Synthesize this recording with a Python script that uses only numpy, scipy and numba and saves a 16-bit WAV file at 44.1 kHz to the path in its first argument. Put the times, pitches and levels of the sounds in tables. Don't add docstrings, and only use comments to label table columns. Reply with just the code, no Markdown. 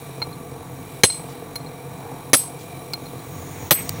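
import sys
import numpy as np
from scipy import signal
from scipy.io import wavfile
from scipy.ndimage import uniform_filter1d, minimum_filter1d
from numba import njit

SR = 44100
rng = np.random.default_rng(int(sys.argv[2]) if len(sys.argv) > 2 else 0)


def field_ratio(decibels):
    return 10 ** (np.asarray(decibels, dtype=float) / 20)


def generate_wav(sig):
    pcm = np.round(np.clip(np.atleast_2d(sig).T, -1, 1) * 32767).astype(np.int16)
    wavfile.write(sys.argv[1], SR, pcm)


N = 176400

# centre [Hz], width [Hz], level [dB].
HOUSING_MODES = [(44, 13, -20.5), (99, 15, -7), (140, 28, 0.5), (164.3, 12, -1), (258, 35, -7),
                 (320.4, 77, -7.5), (404, 31, -11), (471.6, 33, -4), (694, 50.4, -7.5), (862, 248, -12.5),
                 (1147, 57, -13.5), (1537, 730, -24)]
# centre [Hz], width [Hz], level [dB].
AIR_BANDS = [(2337, 205, 4.5), (3320, 2700, -9.5), (3890, 360, -1.5), (5660, 133, -3), (7500, 330, -11),
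             (8230, 910, -4), (9500, 960, -5.5), (10350, 360, -2.5), (10970, 390, -2), (12300, 600, -4),
             (14000, 280, -21), (14500, 220, 1.5), (15300, 250, 0)]
# centre [Hz], width [Hz], level [dB].
JET_BANDS = [(2100, 590, -1.5), (3670, 1100, -5.5), (5720, 250, 1), (6740, 470, 1.5), (9200, 1400, -9.5),
             (15500, 1100, 1)]
# time [s], level [dB].
JET_FLOW_CURVE = [
    (0, -54),
    (2.4, -55),
    (2.9, -54),
    (3.3, -48),
    (3.55, -43),
    (3.8, -42),
    (4, -41),
]
# start [s], level [dB], second corner after [s], tick [dB],
# high modes [dB].
CHISEL_TAPS = [
    (0.2183, -20, 0.0059, -18, -24),
    (.325, -43, 0.0034, -10, -14),
    (1.0995, -23.5, .004, -18, -20),
    (1.5565, -27, .004, 0, 1),
    (1.605, -48, 0.0038, -7, -10),
    (1.662, -41.5, 0.0062, -8, -12),
    (2.9353, -25.5, .0035, -4, -17),
    (2.979, -56, 0.0034, 1, -1),
    (3.057, -40.5, 0.0088, -4, -14),
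    (3.19, -49, 0.0033, 5, -10),
]
# frequency [Hz], level [dB], t60 [s].
CHISEL_MODES = [(4181, 0.5, 0.046), (2210, -6.5, 0.019), (934, -8, 0.023), (1390, -10, 0.017),
                (5670, -13, 0.014), (10050, -11, 0.064), (14700, -13, 0.076)]
# start [s], level [dB], crush length [s], scatter level [dB], scatter centre [Hz].
HAMMER_BLOWS = [
    (1.0348, -1.5, 0.0051, -26.5, 4300),
    (2.3326, -3.5, 0.012, -26, 4800),
    (3.7088, -4, 0.0079, -28.5, 2100),
]
STEEL_MODE_HZ = [1860, 2200, 4152, 5945, 6300, 7940, 8188, -8226, 10133, 10462, -12144, 12174, 14395, 14366]
# t60 [s], level in first, second and third blow [dB].
STEEL_MODES = [(0.049, -8, -6.5, -11), (0.034, -1.5, -6.5, -23), (0.065, 1, -8, -11), (0.022, -1.5, 3, -2),
               (0.05, -6.5, -4, -12), (0.16, -33, -17, -35), (0.27, -8.5, -9, -14), (0.3, -18.5, -22, -15),
               (0.12, -5.5, -7.5, -10), (0.18, -9.5, -4.5, -16), (.21, -36, -27, -8.5),
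               (0.18, -38, -29, -8.5), (0.16, -23, -18, -4.5), (0.15, -26, -23, -19)]
# start [s], level [dB], t60 [s], frequency [Hz].
LATE_RINGS = [
    (1.0995, -30, .2, 4152),
    (2.366, -23, .17, 12174),
    (1.04, -26, .3, 10140),
    (1.045, -27, .3, 10455),
    (2.34, -26, .32, 10180),
    (2.345, -24, .3, 10455),
]
# centre [Hz], t60 [s], level in first, second and third blow [dB].
STONE_BANDS = [(130, 0.065, -9.5, -26, -10.5), (269, 0.049, -16, -15, -12.5), (535, 0.049, -8, -14.5, -7),
               (1140, 0.035, -12, -12, -10.5), (2060, 0.034, -8, -12, -12.5), (3500, 0.061, -9.5, -12, -6),
               (6260, 0.071, -6.5, -6.5, -9.5), (15200, 0.059, -15.5, -9, 1)]
# start [s], level [dB], length [s], centre [Hz],
# width [Hz].
CHIP_FALLS = [
    (3.8924, -18, 0.0031, 7200, 12000),
    (5.1, -27, 0.02, 3800, 5900),
    (1.29, -48.5, 0.074, 3500, 4200),
    (2.59, -49.5, 0.07, 5000, 5800),
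    (3.73, -37.5, 0.12, 2200, 410),
    (2.9345, -25, 0.0046, 4600, 1000),
    (1.0985, -27, 0.0023, 2000, 2200),
]


def level(x, db):
    return x * field_ratio(db) / np.sqrt(np.mean(x ** 2))


def band(x, hz, width_hz):
    return signal.lfilter(*signal.iirpeak(min(hz, SR / 2.2), hz / width_hz, SR), x)


def hiss(hz, width_hz):
    once = band(rng.standard_normal(N), hz, width_hz)
    return level(band(once, hz, width_hz), 0)


def ring(x, hz, t60):
    pole = np.exp(2j * np.pi * hz / SR - np.log(1000) / (t60 * SR))
    return signal.lfilter([1], [1, -pole], x).imag


def click(start, db):
    x = np.zeros(N)
    x[int(start * SR)] = field_ratio(db)
    return x


def fade(start, hold, t60):
    t = np.arange(N) / SR - start
    onset = np.clip(t * 3000, 0, 1)
    return onset * field_ratio(-60 * np.clip(t - hold, 0, 1) / t60)


def walk(rate_hz):
    hold = int(SR / rate_hz)
    steps = np.repeat(rng.standard_normal(N // 40), hold)[:N]
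    return 1.246 * uniform_filter1d(uniform_filter1d(steps, hold), hold)


@njit
def follow(x, release):
    y, e = np.empty(len(x)), 0.
    for i in range(len(x)):
        e = max(x[i], e * release)
        y[i] = e
    return y


def compressor():
    cycle_hz, jitter = 22.2, 0.006
    odd_firing_db, firing_scatter_db = -2, 3.5
    pulse_db, roar_db, air_db, puff_db = -40, -38, -47, 1.5

    phase = np.cumsum(cycle_hz * 2 * (1 + jitter * walk(12))) / SR
    firings = np.flatnonzero(np.diff(np.floor(phase)))
    uneven_db = firing_scatter_db * rng.standard_normal(400)[:len(firings)]
    pulses = np.zeros(N)
    pulses[firings] = field_ratio(uneven_db + odd_firing_db * (np.arange(len(firings)) % 2))

    thump, roar, air = 0, 0, 0
    for k, (hz, width, db) in enumerate(HOUSING_MODES):
        thump = thump + (-1) ** k * field_ratio(db) * band(pulses, hz, width) / np.sqrt(width)
        roar = roar + field_ratio(db + 2 * walk(7.4)) * hiss(hz, width * 1.74) * np.sqrt(width)
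    for hz, width, db in AIR_BANDS:
        narrow = band(rng.standard_normal(N), hz, width * 0.64)
        air = air + field_ratio(db + 1.08 * walk(11)) * level(band(narrow, hz, width * 3), 0) * np.sqrt(width)
    puff = field_ratio(puff_db * np.cos(2 * np.pi * phase) + 1.7 * walk(2.3))
    return level(thump, pulse_db) + level(roar, roar_db) + level(air * puff, air_db)


def jet():
    rumble_hz, rumble_db = 95, 4
    air = sum(field_ratio(db + 1.9 * walk(12)) * hiss(hz, width * 1.7) * np.sqrt(width)
              for hz, width, db in JET_BANDS)
    rumble = level(np.diff(hiss(rumble_hz, 69), prepend=0), 0)
    rumble = field_ratio(rumble_db + 2.3 * walk(10)) * rumble
    flow_db = np.interp(np.arange(N) / SR, *np.array(JET_FLOW_CURVE).T)
    return (level(air, 0) + rumble) * field_ratio(flow_db)


def taps():
    thud_db = -9
    main_hz = CHISEL_MODES[0][0]
    noise = rng.standard_normal(N)
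    dull, bright, tick = 0, 0, 0
    for start, db, gap, tick_db, high_db in CHISEL_TAPS:
        whole_gap = np.round(gap * main_hz) / main_hz
        touch = click(start, db) + click(start + whole_gap, db - 0.5)
        dull = dull + touch
        bright = bright + field_ratio(high_db) * touch
        tick = tick + field_ratio(db + tick_db) * noise * (fade(start, 0, 0.0099) + fade(start + gap, 0, 0.016))

    soft = level(ring(dull, main_hz, 0.004), 0) * np.std(dull) * field_ratio(-15)
    steel = 0
    for k, (hz, db, t60) in enumerate(CHISEL_MODES):
        push = soft if k == 0 else dull if k < 4 else bright
        steel = steel + field_ratio(db + 3) * ring(push, hz, t60)

    ticks = np.diff(tick, prepend=0) + 1.8 * band(tick, 4400, 2500)
    burst = uniform_filter1d(dull, size=120, origin=59) * 120 * noise
    return steel + ticks + field_ratio(thud_db) * band(burst, 1900, 1300)


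def hammered_steel():
    wander_db, late_db = 1.2, -27
    out = 0
    for hz, (t60, *dbs) in zip(STEEL_MODE_HZ, STEEL_MODES):
        push = sum(click(blow[0], blow[1] + db) for db, blow in zip(dbs, HAMMER_BLOWS))
        wander = field_ratio(wander_db * walk(60) + 2.1 * walk(250))
        out = out + np.sign(hz) * wander * ring(push, abs(hz), t60)
    for start, db, t60, hz in LATE_RINGS:
        build_up = ring(click(start, 0), hz, 0.013)
        out = out + field_ratio(2.0 * walk(140)) * level(ring(build_up, hz, t60), db + late_db)
    return out


def cracking_stone():
    crisp_hz = 3030
    grit_db = 2 * walk(700)
    out = 0
    for hz, t60, *dbs in STONE_BANDS:
        shorter = min(1, crisp_hz / hz)
        crush = sum(field_ratio(db + blow[1]) * fade(blow[0], blow[2] * shorter, t60)
                    for db, blow in zip(dbs, HAMMER_BLOWS))
        out = out + crush * field_ratio(grit_db + 2.4 * walk(300)) * hiss(hz, min(hz * 0.81, 4500))
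    return out


def yard_scatter():
    hold_s, t60_s, sag_s = 0.16, 0.29, 0.3
    out = 0
    for start, _, _, db, hz in HAMMER_BLOWS:
        far = level(band(rng.standard_normal(N), hz, hz * 0.94), db)
        out = out + far * fade(start, hold_s, t60_s) * fade(start, 0, sag_s)
    return out


def blows():
    low_cut = signal.butter(2, 90, "high", fs=SR, output="sos")
    return signal.sosfilt(low_cut, hammered_steel() + cracking_stone() + yard_scatter())


def chips():
    out = 0
    for start, db, length, hz, width in CHIP_FALLS:
        burst = level(band(rng.standard_normal(N), hz, width), db)
        out = out + fade(start, length / 2, length * 2) * field_ratio(3.2 * walk(605)) * burst
    return out


def scene():
    blow_drive_db = 4.5
    return (compressor() + jet() + taps() + field_ratio(blow_drive_db) * blows() + chips())[None]


def band_limit(x):
    return signal.sosfilt(signal.butter(12, 16520, fs=SR, output="sos"), x)


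def record(dry):
    ceiling_db, ratio, ahead_s, release_s, top_hz = -2.5, 2.17, 0.03, 0.038, 15750
    k = int(ahead_s * SR)
    peak = follow(np.abs(dry[0]), np.exp(-1 / (release_s * SR)))
    over_db = np.clip(20 * np.log10(peak + 1e-9) - ceiling_db, 0, None)
    gain_db = -(1 - 1 / ratio) * over_db
    gain_db = minimum_filter1d(gain_db, k, origin=-(k // 2))
    gain_db = uniform_filter1d(gain_db, k, origin=(k - 1) // 2)
    top_cut = signal.ellip(8, 0.2, 60, top_hz, fs=SR, output="sos")
    mix = np.clip(signal.sosfilt(top_cut, dry * field_ratio(gain_db)), -1, 1)
    return band_limit(mix)


dry = scene()
out = record(dry)
generate_wav(out)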